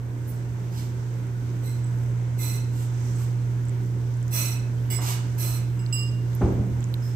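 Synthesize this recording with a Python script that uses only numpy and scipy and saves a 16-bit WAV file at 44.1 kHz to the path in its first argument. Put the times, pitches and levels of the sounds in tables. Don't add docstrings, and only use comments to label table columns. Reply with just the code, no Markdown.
import sys
import numpy as np
from scipy import signal
from scipy.fft import rfft, irfft, next_fast_len
from scipy.io import wavfile
from scipy.ndimage import uniform_filter1d

SR = 44100
rng = np.random.default_rng(int(sys.argv[2]) if len(sys.argv) > 2 else 0)


def voltage_ratio(decibels):
    exponent = np.asarray(decibels, float) / 20
    return 10 ** exponent


def dump_mix(stems):
    frames = np.atleast_2d(stems).T
    limited = np.clip(frames, -1, 1)
    pcm = np.round(limited * 32767).astype(np.int16)
    wavfile.write(sys.argv[1], SR, pcm)


N = 315476
M = next_fast_len(N)
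T = np.arange(N) / SR
F = np.log(np.fft.rfftfreq(M, 1 / SR) + 1)
PORT_LAG = 18


def on_hz(table, column=1):
    points = np.array(table)
    return np.interp(F, np.log(points[:, 0]), points[:, column])


def colour(x, table):
    return irfft(rfft(x, M) * voltage_ratio(on_hz(table)), M)[..., :N]


def unit(x):
    return x / np.sqrt(np.mean(x ** 2))


def curve(rows, column=1, off=None):
    points = np.array(rows)
    return np.interp(T, points[:, 0], points[:, column], off, off)


def walk(rate):
    hold = int(SR / rate)
    steps = np.repeat(rng.standard_normal(N // 500), hold)[:N]
    return uniform_filter1d(uniform_filter1d(steps, hold), hold)


def resonate(x, hz, width):
    r = np.exp(-np.pi * width / SR)
    return signal.lfilter([1 - r, 0, r - 1], [1, -2 * r * np.cos(2 * np.pi * hz / SR), r * r], x)


def add(out, s, db, hz, t60, rise_s=1e-5, damp_s=9):
    i = int(s * SR)
    t = T[:min(int(t60 * SR), N - i)]
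    decay = 1000 ** (-t / t60 - np.maximum(t - damp_s, 0) / 0.041)
    shape = (1 - np.exp(-t / rise_s)) * decay
    out[..., i:i + len(t)] += np.multiply.outer(voltage_ratio(db), np.sin(2 * np.pi * hz * t) * shape)


def bands(x, centres_hz, gains):
    size = next_fast_len(x.shape[-1], True)
    spectrum = rfft(x, size)
    log_hz = np.log(np.fft.rfftfreq(size, 1 / SR) + 1)
    out = 0
    for row, gain in zip(np.eye(len(centres_hz)), gains):
        share = np.interp(log_hz, np.log(centres_hz), row)
        out = out + irfft(spectrum * share, size)[..., :len(gain)] * gain
    return out


# freq_hz, t60_s, port_likeness (1 = same at both)
ROOM = [(59.5, 0.42, .995), (149, 1.1, 0.74), (310, 0.85, 0.98), (620, 0.68, 0.14), (1420, 0.65, -.1),
        (3000, 0.58, 0.16), (6900, 0.37, 0.02), (14000, 0.17, 0)]


def pair():
    like = np.clip(on_hz(ROOM, column=2), -1, 1)
    mid, side = rfft(rng.standard_normal((2, M)))
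    opposite = np.array([[1], [-1]])
    both = np.sqrt((1 + like) / 2) * mid + np.sqrt((1 - like) / 2) * side * opposite
    return irfft(both, M)[:, :N]


def room(x, direct_db, wet_db, build_s=0.011, lag=PORT_LAG):
    t = T[:SR]
    fades = [1000 ** (-t / t60) * np.sqrt(2 * np.log(1000) / t60 / SR) for _, t60, _ in ROOM]
    tail = bands(pair()[:, :2 ** 16], np.array(ROOM)[:, 0], fades) * (1 - np.exp(-t / build_s))
    direct = np.array([np.roll(x, int(lag)), x])
    reflections = signal.fftconvolve(x[None], tail, axes=1)[:, :N]
    return voltage_ratio(direct_db) * direct + voltage_ratio(wet_db) * reflections


# time_s, level_db
HUM_LOAD = [
    (0.0, -30.5),
    (1.51, -27.5),
    (2.01, -25.5),
    (2.69, -26.5),
    (3.19, -25),
    (4.6, -26),
    (6.29, -25.5),
    (7.15, -26.5),
]
# centre_s, half_length_s, lift_db
BRUSHES = [
    (.1, .5, -3),
    (1.0, .3, 1),
    (3.07, .3, 7),
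    (4.2, .3, 1.5),
    (4.75, .2, -2),
    (5.3, .3, 3.5),
    (6.18, .1, -4),
    (6.45, .2, 2),
    (6.72, .1, -3),
    (7.15, .3, 2),
]
# freq_hz, width_hz, level_db
DUCTS = [(179.2, 15.7, 2), (242, 14, -6), (268.5, 25, -5.5), (302, 15, -2.5), (350.7, 18, -8.5),
         (368.3, 15, -5), (436, 24, -9.5), (520, 21, -11), (611, 14, -17.5), (684, 18, -19), (899, 77, -17),
         (1438, 97, -22.5)]
# freq_hz, level_db
RUMBLE = [(25, -11.5), (45, 0), (65, -9.5), (80, 2.5), (100, -4.5), (140, -9), (180, -7.5), (215, -8),
          (265, -9.5), (320, -10), (375, -10), (450, -15.5), (560, -24.5), (800, -39.5)]
# freq_hz, level_db
AIR = [(400, -9.5), (560, -1), (700, -3.5), (900, 2), (1150, -5), (1450, -0.5), (1800, -5), (2200, -5),
       (2800, -16), (3600, -26.5)]
# freq_hz, level_db
HISS = [(2000, -12), (3000, -0.5), (4500, -3.5), (5600, 3), (6100, 2.5), (6500, 7), (6900, -0.5),
        (8200, -3.5), (11300, -5), (11900, -0.5), (12500, -14.5), (16000, -3)]


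def background():
    hum_hz, start_rad, left_db = 120.027, -.9, -4
    hum = np.cos(2 * np.pi * hum_hz * T + start_rad)
    hum = hum + voltage_ratio(-24) * np.sin(2 * np.pi * 179.5 * T)
    port_db = np.array([[left_db], [-left_db]]) / 2
    hum = hum * voltage_ratio(curve(HUM_LOAD) + 3 + 0.56 * walk(5) + port_db)

    flow = pair()
    ducts = unit(sum(voltage_ratio(db) * resonate(flow, hz, width) for hz, width, db in DUCTS))
    rumble = (unit(colour(pair(), RUMBLE)) + voltage_ratio(-5.5) * ducts) * voltage_ratio(-40.3)
    brush_db = sum(db * np.maximum(1 - abs(T - s) / half, 0) for s, half, db in BRUSHES)
    air = unit(colour(pair(), AIR)) * voltage_ratio(-51.5 + .6 * brush_db)
    hiss = unit(colour(pair(), HISS)) * voltage_ratio(-53.5 + brush_db)

    centres_hz = 40 * 2 ** np.arange(0, 9, .75)
    swell = walk(7)
    wander = (voltage_ratio(0.87 * swell + 0.31 * walk(2.37) + 1.18 * walk(11)) for _ in centres_hz)
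    return hum + bands(rumble + air + hiss, centres_hz, wander)


# start_s, level_db, pitch_hz, length_cycles
THUD = [
    (6.41, -14, 338, 1.6),
    (6.436, -6, 71, 2.3),
    (6.457, -11.5, 202, 3.2),
    (6.535, -16, 95, 2.0),
    (6.595, -11.5, 92, 1.7),
    (6.715, -18, 85, 3.3),
]
# start_s, level_db, centre_hz, width_hz, t60_s
PUFFS = [
    (6.412, -24.5, 640, 330, 0.14),
    (6.415, -32.5, 1290, 220, 0.13),
    (6.413, -20.5, 296, 154, 0.39),
    (6.415, -23, 184, 60, 0.33),
    (6.455, -31, 386, 320, 0.38),
    (6.56, -29.5, 188, 68, 0.54),
    (6.58, -37.5, 460, 250, 0.28),
    (4.982, -37.5, 800, 700, 0.36),
    (3.2, -45, 1230, 450, 0.12),
]


def thud():
    out, air = np.zeros(N), rng.standard_normal(N)
    for s, db, hz, cycles in THUD:
        add(out, s, db, hz, 3 * cycles / hz, rise_s=0.25 / hz)
    lead = SR // 10
    for s, db, hz, width, t60 in PUFFS:
        i = int(s * SR)
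        t = T[:N - i]
        puff = unit(resonate(resonate(air[i - lead:], hz, width), hz, width))[lead:]
        out[i:] += voltage_ratio(db) * (1 - np.exp(-t / 0.0027)) * 1000 ** (-t / t60) * puff
    return out


# peak_s, swell_s, release_s, peak_db, nostril_hz
SNIFFS = [
    (.79, .07, .1, -48, 5670),
    (2.83, .11, .04, -49, 7600),
    (3.224, .055, .036, -49, 7790),
    (5.1, .09, .08, -33.5, 6500),
]
# freq_hz, level_db
SNIFF_COLOUR = [(400, -14), (900, 5.5), (1500, -5), (3000, -2.5), (6000, -7.5), (9000, -6), (13000, -1),
                (16000, -7)]


def sniffs():
    air, out = unit(colour(rng.standard_normal(N), SNIFF_COLOUR)), 0
    swell_db, release_db = -9, -25
    for s, swell, release, db, hz in SNIFFS:
        nose = air + 1.7 * resonate(air, hz, 2700)
        breath = [(s - swell, db + swell_db), (s, db),
                  (s + release / 2, db + release_db / 4), (s + release, db + release_db)]
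        effort = voltage_ratio(curve(breath, off=-150) + 1.4 * walk(40))
        out = out + uniform_filter1d(effort, size=SR // 50) * nose
    return out


# start_s, peak_db, pitch_hz, click_db
TICKS = [(1.1408, -46, 6490, -55), (1.2694, -45, 7950, -61), (3.654, -38.5, 7640, -57),
         (3.6855, -37, 7840, -56), (3.6955, -36, 7720, -59), (4.14, -45, 6410, -52),
         (4.1724, -40, 8700, -66), (4.2163, -52, 3060, -61), (4.2284, -36, 7870, -60),
         (4.281, -37, 6600, -38), (4.8534, -50, 3000, -61), (5.7593, -49, 8280, -61),
         (5.8633, -35, 4370, -64), (6.3325, -45, 3700, -44), (6.351, -25, 11800, -33),
         (6.3614, -33, 12400, -48), (6.4054, -52, 3360, -62), (6.8069, -37, 7100, -59),
         (6.8284, -41, 3400, -50), (6.842, -29, 6930, -60), (6.9412, -28, 3900, -29),
         (6.9874, -63, 4920, -57), (6.925, -60, 12000, -50)]


def ticks():
    pan_db, ring_cycles = -4, 16
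    out, side_db = np.zeros((2, N)), np.array([pan_db, -pan_db]) / 2
    for s, db, hz, click_db in TICKS:
        add(out, s, db + side_db + 11, hz, ring_cycles / hz, rise_s=0.00015)
        add(out, s, click_db + side_db + 12, 12500, .0008)
    return np.array([np.roll(out[0], int(PORT_LAG)), out[1]])


# freq_hz, level_db, t60_s
TAG = [(1180, -11.5, .6), (2810, 1, 0.6), (5043, -3, 0.49), (5060, 0, 0.26), (7160, -24, 0.48),
       (7780, 5, 0.28), (7790, -10, 0.27), (10860, -13, 0.35), (11700, -14, .3), (12690, -23, .4),
       (12850, -20, .4), (13780, -14, .4), (14340, -17, .4), (15000, -11, 0.22)]
# start_s, level_db, until_fur_damps_s
STRIKES = [
    (5.792, -54.5, 0.054),
    (5.835, -70, .03),
    (5.926, -33.5, 0.119),
]
# start_s, level_db, pitch_hz, t60_s
TINKS = [(.36, -52, 8000, 0.056), (1.841, -39.5, 7860, 0.042), (3.155, -43, 7880, .06),
         (3.385, -51, 4250, .04), (1.67, -51, 2090, .15), (2.395, -45, 2090, .12), (4.904, -46, 2864, .35),
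         (4.904, -45, 4700, .2), (5.075, -47, 2900, .45), (7.02, -53, 5290, 0.37), (6.525, -49, 14500, .06),
         (1.355, -42, 1500, 0.048), (4.78, -51, 3100, .05)]


def clinks():
    out = np.zeros(N)
    for s, blow_db, damp_s in STRIKES:
        for hz, db, t60 in TAG:
            add(out, s, blow_db + db, hz, t60, rise_s=.0006, damp_s=damp_s)
    for s, db, hz, t60 in TINKS:
        add(out, s, db, hz, t60, rise_s=0.0014)
    return out


# start_s, attack_s, length_s, peak_db, fall_db (by the end)
SHAKES = [
    (1.62, .014, .14, -43, 20),
    (2.375, .016, .185, -33.5, 10),
    (4.306, .022, .212, -27, 12),
    (5.378, .004, .182, -31, 10),
    (4.9, .003, .06, -22, 40),
    (.268, .008, .042, -36, 30),
    (7.015, .006, .13, -48, 22),
    (5.922, .008, .118, -39, 15),
]
CLATTER_DB = [-18.5, -19, -14.5, -10, -25.5, -26, -22, -24]
# freq_hz, level_db
CLATTER = [(500, -3), (1500, -9), (2400, -6.5), (3200, -10), (4200, -3.5), (5000, -8), (6200, -3.5),
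           (9000, -1), (13000, 2.5), (16000, -5)]
# freq_hz, width_hz, level_db
LOOP = [(4075, 100, -7.5), (7870, 48, -1), (8050, 50, -9)]
DISC = [(2096, 34, -8), (6640, 27, -10), (11230, 57, -2), (12840, 50, -3), (13700, 40, -9),
        (15400, 43, -11)]
CLASP = [(1440, 24.4, -20), (2590, 45, -4.5), (5860, 55, 0.5), (6400, 40, -9), (10280, 140, -4),
         (12110, 49, -2), (13480, 70, -8), (14200, 30, -9), (14560, 40, -7.5), (14900, 35, -6)]
# loop_db, disc_db, clasp_db
TOUCH = [
    (3, -3, -5),
    (0, 0, -5),
    (-1, -7, 0),
    (-3, -15, -3),
]
# freq_hz, width_hz, level_db
BUCKLE = [(2200, 180, -17), (2870, 32, -12), (3500, 120, -24), (5110, 40, -11), (7870, 90, 1),
          (8920, 140, -28), (9500, 39, -28), (11100, 41, -20), (13000, 64, -21), (13800, 48, -5),
          (14800, 58, -10), (5850, 200, -22)]
LINK = [(10600, 250, -2), (12900, 45, -17), (14200, 53, 6), (14700, 24, -2), (14900, 46, -8)]
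STUD = [(5220, 63, 0), (7920, 180, -19), (10300, 62, -37), (10600, 34, -20), (13600, 31, 1)]
TAG_EDGE = [(2850, 140, -8), (5030, 130, 4), (7100, 750, -18), (7700, 110, 2), (13000, 1000, -17)]


def rattle():
    contacts_per_s, spread_db = 1100, 0.5
    chance = rng.random((2, N))
    hits = chance[0] < contacts_per_s / SR
    force = voltage_ratio(np.minimum(-spread_db * np.log(chance[1]), 9))
    contacts = hits * force * rng.choice([-1, 1], N)

    links_hz = rng.uniform(603, 15800, size=170)
    impulse = 1. * (T[:SR // 8] == 0)
    ring = sum(resonate(impulse, hz, 40) for hz in links_hz)
    links = signal.fftconvolve(contacts, ring)[:N] + 0.26 * contacts
    clatter = colour(links, CLATTER)

    struck = []
    for touches in TOUCH:
        pieces = zip((LOOP, DISC, CLASP), touches)
        struck.append([(hz, width, db + touch_db) for piece, touch_db in pieces for hz, width, db in piece])
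    struck += [BUCKLE, LINK, STUD, TAG_EDGE]

    out = np.zeros(N)
    for (s, attack, length, peak_db, fall), rings, clatter_db in zip(SHAKES, struck, CLATTER_DB):
        span = slice(int(s * SR) - 100, int((s + length) * SR) + SR // 4)
        hold = .03 * (fall < 15)
        path = [(s, peak_db - 17), (s + attack, peak_db),
                (s + attack + hold, peak_db), (s + length, peak_db - fall)]
        push = voltage_ratio(curve(path, off=-150)[span])

        def metal(drive):
            ringing = sum(voltage_ratio(db) * resonate(drive * contacts[span], hz, width) for hz, width, db in rings)
            return voltage_ratio(clatter_db) * drive * clatter[span] + ringing

        out[span] += metal(push) / np.std(metal(1))
    return out


def scene():
    metal = room(rattle(), -4.5, 7.6) + room(clinks(), 2.9, 4)
    landing = room(thud(), -0.89, -1.9, lag=0)
    breath = room(sniffs(), 1.8, 2.6, build_s=0.0016)
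    return metal + landing + breath + ticks() + background()


def top_cut(x):
    return signal.sosfilt(signal.butter(12, 15850, fs=SR, output="sos"), x)


# freq_hz, level_db
LEFT_PORT = [(25, -4), (60, 0), (400, 0), (800, 0.5), (2500, -2.5), (4500, -6), (8000, -14), (10000, -7.5),
             (12000, -8), (15300, -17.5)]
RIGHT_PORT = [(25, -14), (60, 0), (7000, -0.5), (8300, 4.5), (9300, -12), (10300, -11), (11500, -2.5),
              (13000, -1), (15300, -3.5)]
# freq_hz, level_db
TOP_CUT = [(15250, 0), (15650, -7), (15850, -50)]


def record(dry):
    ports = np.array([colour(dry[0], LEFT_PORT), colour(dry[1], RIGHT_PORT)])
    mix = colour(ports, TOP_CUT)
    return top_cut(mix)


dry = scene()
out = record(dry)
dump_mix(out)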